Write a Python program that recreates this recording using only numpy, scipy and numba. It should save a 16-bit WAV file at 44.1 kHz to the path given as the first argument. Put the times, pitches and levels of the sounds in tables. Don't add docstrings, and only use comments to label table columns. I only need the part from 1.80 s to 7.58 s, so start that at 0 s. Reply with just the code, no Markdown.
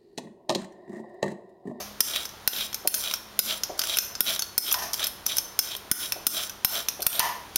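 import sys
import numpy as np
from scipy import signal
from scipy.fft import rfft, irfft
from scipy.io import wavfile
from scipy.ndimage import uniform_filter1d, minimum_filter1d
from numba import njit

SR = 44100
rng = np.random.default_rng(int(sys.argv[2]) if len(sys.argv) > 2 else 0)


def waveform_to_disk(signal):
    frames = np.transpose(np.atleast_2d(signal))
    scaled = np.clip(frames, -1, 1) * 32767
    samples = np.round(scaled).astype(np.int16)
    wavfile.write(sys.argv[1], SR, samples)


N = 254871
T = np.arange(N) / SR

# frequency in Hz, relative level in dB.
AIR_SPECTRUM = [(15, -31), (25, -5), (144, -4), (215, -9), (297, -4), (666, -4), (782, -4), (1020, -3),
                (1450, -6), (2850, -12.5), (3090, -9.5), (6210, -15), (7910, -21), (9300, -18.5),
                (15500, -21.5)]
# frequency in Hz, typical rms level in dB.
HUM_TONES = [(62, -64), (100, -66)]
# centre in seconds, rms level in dB.
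HUM_SWELLS = [(.06, -53), (.8, -57), (1.65, -53)]
# start in seconds, relative level in dB.
KNOCKS = [(0.002, -40.5), (1.049, -34.5), (1.896, -35), (4.359, -41), (5.193, -38.5)]
# frequency in Hz, width in Hz, gain in dB.
KNOCK_MODES = [(342, 31, -2), (473, 110, -1), (634, 15, 8), (628, 93, -1), (805, 110, -41)]
# start in seconds, then ring, scrape and jangle in relative dB.
CLATTERS = [(0.002, -54, -49, -29.5), (2.942, -51, -29, -37), (2.985, -50, -37, -28.5),
            (3.021, -49, -31, -26.5), (5.400, -16.5, -28.5, -23), (5.428, -31, -27.5, -42),
            (5.457, -42, -37, -37), (5.488, -29.5, -46, -40)]
# frequency in Hz, width in Hz, gain in dB.
UTENSIL_MODES = [(870, 44, -17), (940, 18, 5.5), (962, 22, 13), (1007, 20, 8.5), (1040, 9.8, -6),
                 (1120, 25, -12), (1776, 64, 3.5), (1920, 35, -6), (1940, 60, -5), (2820, 88, -9),
                 (3520, 80, -22)]
# frequency in Hz, relative level in dB.
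SCRAPE_SPECTRUM = [(100, -75), (400, -23), (700, 9.5), (900, 8.5), (1250, 5.5), (1480, -12), (1850, 9),
                   (2400, -35), (3500, -8), (8000, -37)]
JANGLE_SPECTRUM = [(600, -7.5), (3000, -6), (4300, -6.5), (5300, 0.5), (6200, 2), (7200, -10),
                   (10000, -10.5), (11400, -6.5), (12400, -0.5), (14000, -11), (16000, -12)]
# start in seconds, relative level in dB, ping in Hz, then
# brightness, freedom to ring and low thump in relative dB.
CLACKS = [(0.2049, -23, 5170, 1.5, 4.5, -68), (0.6754, -19, 5340, -1, 1.5, -44),
          (1.074, -20, 4320, 3, 0, -54), (1.5905, -23, 5110, -0.5, 1, -63), (2.4055, -20, 5470, 0, 0, -54),
          (2.779, -18, 5260, 2, 3.5, -62), (3.4628, -39, 5930, 2, 6.5, -80), (3.79, -28, 5330, 1, 5, -54.5),
          (4.114, -17.5, 5320, 0.5, 1, -35), (4.4671, -22.5, 5340, 2, 2, -75),
          (4.8469, -18.5, 6200, -0.5, 1, -39), (5.2652, -19, 5640, 1.5, -3, -43),
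          (5.3936, -28, 5970, 1.5, 0, -54), (5.758, -35, 5520, 1.5, 0, -60)]
# frequency in Hz, width in Hz, gain in dB.
PEELER_MODES = [(1492, 122, -5), (2630, 170, -11.5), (3540, 560, -10), (4340, 250, -15), (5353, 104, 8.5),
                (5910, 290, 2.5), (6150, 170, -14.5), (8670, 190, -7.5), (10410, 960, -13),
                (11225, 230, -2), (12000, 300, 0), (13800, 310, -9.5), (14100, 190, -59)]
BAND_EDGES_HZ = [170, 900, 4200, 8000, 17000]
CLACK_BALANCE_DB = [-15, -4.5, 1.5, 3.5]
TICK_BALANCE_DB = [-20, -3, 2.5, 0.5]
BRIGHTNESS_SLOPE = [-0.29, -0.71, 0.082, 0.48]
# start, swell and ease in seconds, then
# stalk body, fibre rasp and wet hiss in relative dB.
STROKES = [(0.272, 0.095, 0.099, -40, -32, -44), (0.728, 0.085, 0.055, -44.5, -28, -42),
           (1.215, 0.049, 0.095, -41.5, -31, -41), (1.654, 0.063, 0.066, -41, -30.5, -42),
           (2.003, 0.011, 0.035, -40.5, -45.5, -48.5), (2.06, 0.078, 0.033, -40, -27.5, -38.5),
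           (2.451, 0.033, 0.08, -35.5, -23.5, -36.5), (2.83, 0.064, 0.027, -44, -30.5, -47),
           (3.185, 0.05, 0.045, -37, -29.5, -43), (3.486, 0.014, 0.082, -44, -29.5, -40),
           (3.825, 0.12, 0.02, -46, -37, -49), (4.195, 0.042, 0.066, -49, -32.5, -42.5),
           (4.523, 0.069, 0.082, -39.5, -32.5, -40), (4.915, 0.057, 0.059, -36, -30.5, -41),
           (5.305, 0.074, 0.085, -40.5, -35, -48)]
# frequency in Hz, width in Hz, gain in dB.
STALK_MODES = [(377, 21, -5), (657, 75, 10), (1060, 1700, -4.5), (1316, 250, 5.5)]
EDGE_MODES = [(2470, 250, 4), (3226, 230, 8), (3457, 580, 11.5), (3806, 61, 12.5), (4340, 150, -13.5)]
# frequency in Hz, relative level in dB.
SPRAY_SPECTRUM = [(1500, -21.5), (4000, -4), (5350, 8), (6100, 9), (6900, -8.5), (7500, 9), (8400, -2.5),
                  (10000, 4.5), (11800, -1.5), (13000, 2), (13800, -1), (15800, 0.5)]
# start in seconds, relative level in dB.
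SNAPS = [(0.355, -29), (0.3597, -22.5), (0.365, -31), (0.7324, -24.5), (0.7933, -34), (0.8082, -29),
         (1.311, -27), (1.706, -31), (2.053, -40), (2.5607, -30.5), (3.1947, -29), (3.911, -35),
         (3.9503, -30.5), (5.329, -28.5)]
# start in seconds, relative level in dB, ping in Hz, then
# brightness and freedom to ring in dB.
TICKS = [(0.4534, -32.5, 6050, -2, 5), (0.4905, -42, 5700, -5, 6), (0.9284, -34.5, 5970, -4, 2),
         (0.9438, -26, 5600, 3.5, 3), (1.1415, -19.5, 5780, 2, 3), (1.1464, -20, 5200, 13, -17),
         (1.3372, -23, 5570, -2.5, 3.5), (1.8344, -25.5, 5650, 0.5, 6.5), (1.992, -21.5, 4810, 1, 2),
         (2.0161, -28, 5170, -7, 6), (2.0368, -28.5, 5230, -8, -4), (2.1702, -18.5, 5170, -1, -2.5),
         (2.1861, -13.5, 6140, 2.5, 3.5), (2.3518, -36.5, 5250, -7, 9.5), (2.5925, -23.5, 6260, 0.5, 4),
         (2.621, -25.5, 4420, -1.5, 4), (2.9119, -29.5, 5900, 0, 7.5), (2.9164, -22.5, 3300, -4, -4),
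         (2.925, -22, 3400, 18, -7), (2.9416, -23.5, 5260, -8, 4.5), (3.1324, -27.5, 5740, 8, 5),
         (3.1408, -25, 5450, 0, 2), (3.2415, -26.5, 5150, 7, 3.5), (3.2683, -23, 4390, 5, -1.5),
         (3.5683, -22.5, 5230, 4, -2), (3.5826, -18, 6070, 1, 5), (3.965, -39, 5890, 18, 2),
         (4.3214, -21, 6030, -2, 3), (4.6953, -32, 5960, -2, 4.5), (5.0851, -21, 5780, 0.5, 3),
         (5.2043, -35, 4300, -1, -4), (5.22, -31.5, 4450, 11, 2.5), (5.2255, -27.5, 4900, 6, -0.5),
         (5.4012, -16, 3080, -6, -1)]


def undb(db):
    return 10 ** (np.asarray(db) / 20)


def unit(x):
    return x / np.sqrt(np.mean(x ** 2) + 1e-20)


def add_hit(out, start_s, hit, db):
    hit = hit * undb(db) / np.sqrt(np.sum(hit ** 2) / (SR / 100))
    i = max(int(start_s * SR), 0)
    out[i:i + len(hit)] += hit[:max(N - i, 0)]


def ring(x, modes):
    return sum(undb(db) * signal.lfilter(*signal.iirpeak(hz, hz / width, SR), x) for hz, width, db in modes)


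def colour(x, points):
    hz, db = np.transpose(points)
    freqs = np.maximum(np.fft.rfftfreq(len(x), 1 / SR), 1)
    gain = undb(np.interp(np.log(freqs), np.log(hz), db))
    return unit(irfft(rfft(x) * gain, len(x)))


def walk(rate_hz):
    knots = rng.standard_normal(4096)
    return 1.22 * np.interp(T * rate_hz, np.arange(len(knots)), knots)


def burst(hold_s, decay_s, rise_s=0.00083, size=4096):
    t = T[:size]
    envelope = (1 - np.exp(-t / rise_s)) * np.exp(-np.maximum(t - hold_s, 0) / decay_s)
    return rng.standard_normal(size) * envelope


def ventilation(air_db=-47, upper_hum_hz=206.3, rest_db=-64, swell_s=0.11):
    air = colour(rng.standard_normal(N), AIR_SPECTRUM) * undb(air_db + .5 * walk(4.9))
    swells = sum(undb(db) * np.exp(-((T - s) / swell_s) ** 2) for s, db in HUM_SWELLS)
    tones = [(hz, undb(db)) for hz, db in HUM_TONES] + [(upper_hum_hz, undb(rest_db) + swells)]
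    hum = sum(gain * undb(walk(6)) * unit(np.sin(2 * np.pi * hz * T + walk(20))) for hz, gain in tones)
    return air + hum


def knocks(gain_db=-1.5, bounce_s=0.00526, bounce_db=4.0, contact_s=0.00027):
    out = np.zeros(N)
    contact = np.exp(-T[:4096] / contact_s)
    thud = ring(ring(contact, KNOCK_MODES), [(596, 750, 0)])
    for s, db in KNOCKS:
        add_hit(out, s, thud, db + gain_db)
        add_hit(out, s + bounce_s, thud, db + gain_db + bounce_db)
    return out


def utensil_clatter(gain_db=-5.0, scrape_s=0.012, jangle_s=0.02):
    out, t = np.zeros(N), T[:8192]
    ringing = ring(signal.unit_impulse(len(t)), UTENSIL_MODES)
    for s, ring_db, scrape_db, jangle_db in CLATTERS:
        scrape = colour(rng.standard_normal(len(t)), SCRAPE_SPECTRUM) * np.exp(-t / scrape_s)
        jangle = colour(rng.standard_normal(len(t)), JANGLE_SPECTRUM) * np.exp(-t / jangle_s)
        for part, db in [(ringing, ring_db), (scrape, scrape_db), (jangle, jangle_db)]:
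            add_hit(out, s, part, db + gain_db)
    return out


def blade_hits(hits, balance_db, gain_db, hold_s, decay_s, crack_db, rattle_db, ping_db, ping_width_hz,
               rattle_s=.005, scatter_db=2.):
    out = np.zeros(N)
    bands = [signal.butter(3, edges, "band", fs=SR, output="sos")
             for edges in zip(BAND_EDGES_HZ, BAND_EDGES_HZ[1:])]
    for s, db, ping_hz, bright_db, ring_db, *_ in hits:
        modes = [(hz, width, mode_db + scatter_db * rng.standard_normal())
                 for hz, width, mode_db in PEELER_MODES]
        modes.append((ping_hz, ping_width_hz, ping_db + ring_db))
        contact = burst(hold_s, decay_s)
        rattle = undb(rattle_db) * burst(0, rattle_s)
        hit = ring(contact + rattle, modes) + undb(crack_db) * contact
        tilt_db = bright_db * np.array(BRIGHTNESS_SLOPE)
        thud, frame, blade, sizzle = gain_db + db + np.array(balance_db) + tilt_db
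        for band, band_db in zip(bands, [thud, frame, blade + ring_db, sizzle]):
            add_hit(out, s, signal.sosfilt(band, hit), band_db)
    return out


def blade_clacks():
    return blade_hits(CLACKS, CLACK_BALANCE_DB, gain_db=11.5, hold_s=0.0026, decay_s=0.0006,
                      crack_db=-9.0, rattle_db=2.0, ping_db=4.0, ping_width_hz=70)


def clack_thumps(gain_db=16.5, pulse_s=0.00089):
    out = np.zeros(N)
    pulse = np.exp(-((T[:512] - 2 * pulse_s) / pulse_s) ** 2)
    for s, *_, db in CLACKS:
        add_hit(out, s, pulse, db + gain_db)
    return out


def stroke_shape(s, swell_s, ease_s, swell_db, ease_db, lead_s, fade_s, roundness=1.37):
    start, deepest, end = s - lead_s, s + swell_s, s + swell_s + ease_s
    touch = np.clip(1 + np.minimum(T - start, end - T) / fade_s, 0, 1)
    before = np.interp(T, [start, deepest], [1, 0])
    after = np.interp(T, [deepest, end], [0, 1])
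    return touch * undb(-swell_db * before ** roundness - ease_db * after ** roundness)


def tiny_snaps(per_s, spread_db, grip_db):
    snaps = (rng.random(N) < per_s / SR) * rng.standard_normal(N)
    size_db = spread_db * np.minimum(rng.exponential(size=N), 4)
    return snaps * undb(size_db + grip_db)


def peeling_strokes(body_db=-0.5, hiss_db=7.0, crackle_db=-15):
    body, rasp, hiss = np.zeros((3, N))
    for *timing, stalk_db, edge_db, wet_db in STROKES:
        body += undb(stalk_db) * stroke_shape(*timing, 7, 10.5, lead_s=-.004, fade_s=0.013)
        rasp += undb(edge_db) * stroke_shape(*timing, 13, 20, lead_s=0.0011, fade_s=0.023)
        hiss += undb(wet_db) * stroke_shape(*timing, 1.5, 4, lead_s=0.023, fade_s=0.0069)
    grip = 0.8 * walk(330) + 0.47 * walk(64)
    tearing = tiny_snaps(per_s=6000, spread_db=1.5, grip_db=3.2 * grip)
    spray = tiny_snaps(per_s=9000, spread_db=2.0, grip_db=2.6 * grip)
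    crackle = tiny_snaps(per_s=260, spread_db=1.1, grip_db=grip)
    crunch = tiny_snaps(per_s=5000, spread_db=0.95, grip_db=grip)
    return (rasp * undb(crackle_db) * unit(crackle + ring(crackle, EDGE_MODES))
            + body * undb(body_db) * unit(ring(crunch, STALK_MODES))
            + rasp * unit(ring(ring(tearing, EDGE_MODES), [(3190, 2300, 0)]))
            + hiss * undb(hiss_db) * colour(spray, SPRAY_SPECTRUM))


def fibre_snaps(gain_db=-2.0):
    out = np.zeros(N)
    for s, db in SNAPS:
        crack = burst(hold_s=0.00042, decay_s=0.0023)
        add_hit(out, s, ring(crack, EDGE_MODES) + crack, db + gain_db)
    return out


def blade_ticks():
    return blade_hits(TICKS, TICK_BALANCE_DB, gain_db=-5.0, hold_s=0.00041, decay_s=0.0011,
                      crack_db=-10.0, rattle_db=-7.0, ping_db=6.0, ping_width_hz=85)


def kitchen(x, wet_db, t60_s=0.51, treble_t60_s=0.42, build_s=0.0009):
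    t = T[:SR]
    noise = rng.standard_normal(SR)
    low = signal.sosfilt(signal.butter(1, 4000, fs=SR, output="sos"), noise)
    tail = low * undb(-60 * t / t60_s) + (noise - low) * undb(-60 * t / treble_t60_s)
    tail *= 1 - np.exp(-t / build_s)
    return x + undb(wet_db) * signal.fftconvolve(x, tail / np.linalg.norm(tail))[:N]


def scene():
    clacks, ticks = blade_clacks(), blade_ticks()
    peeling = peeling_strokes() + fibre_snaps()
    near = kitchen(clacks, wet_db=-12.5) + kitchen(ticks, wet_db=-8.5) + kitchen(peeling, wet_db=-11.0)
    far = kitchen(knocks(), wet_db=-1.0) + kitchen(utensil_clatter(), wet_db=3.0)
    return (near + clack_thumps() + far + ventilation())[None]


@njit
def peak_level(x, attack, release):
    out, level = np.empty(len(x)), 0.
    for i in range(len(x)):
        size = abs(x[i])
        level += (size - level) * (attack if size > level else release)
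        out[i] = level
    return out


def record(dry, ceiling=0.49, release_s=0.048, notch_hz=7900, notch_width_hz=750, top_hz=15750):
    mic = signal.lfilter(*signal.iirnotch(notch_hz, notch_hz / notch_width_hz, SR), dry[0])
    level = peak_level(mic, attack=0.65, release=1 / (release_s * SR))
    gain = ceiling / np.maximum(level, ceiling)
    limited = mic * uniform_filter1d(minimum_filter1d(gain, size=15), size=15)
    lowpass = signal.ellip(10, .2, 70, top_hz, fs=SR, output="sos")
    return signal.sosfilt(lowpass, limited)[None]


dry = scene()
out = record(dry)
waveform_to_disk(out)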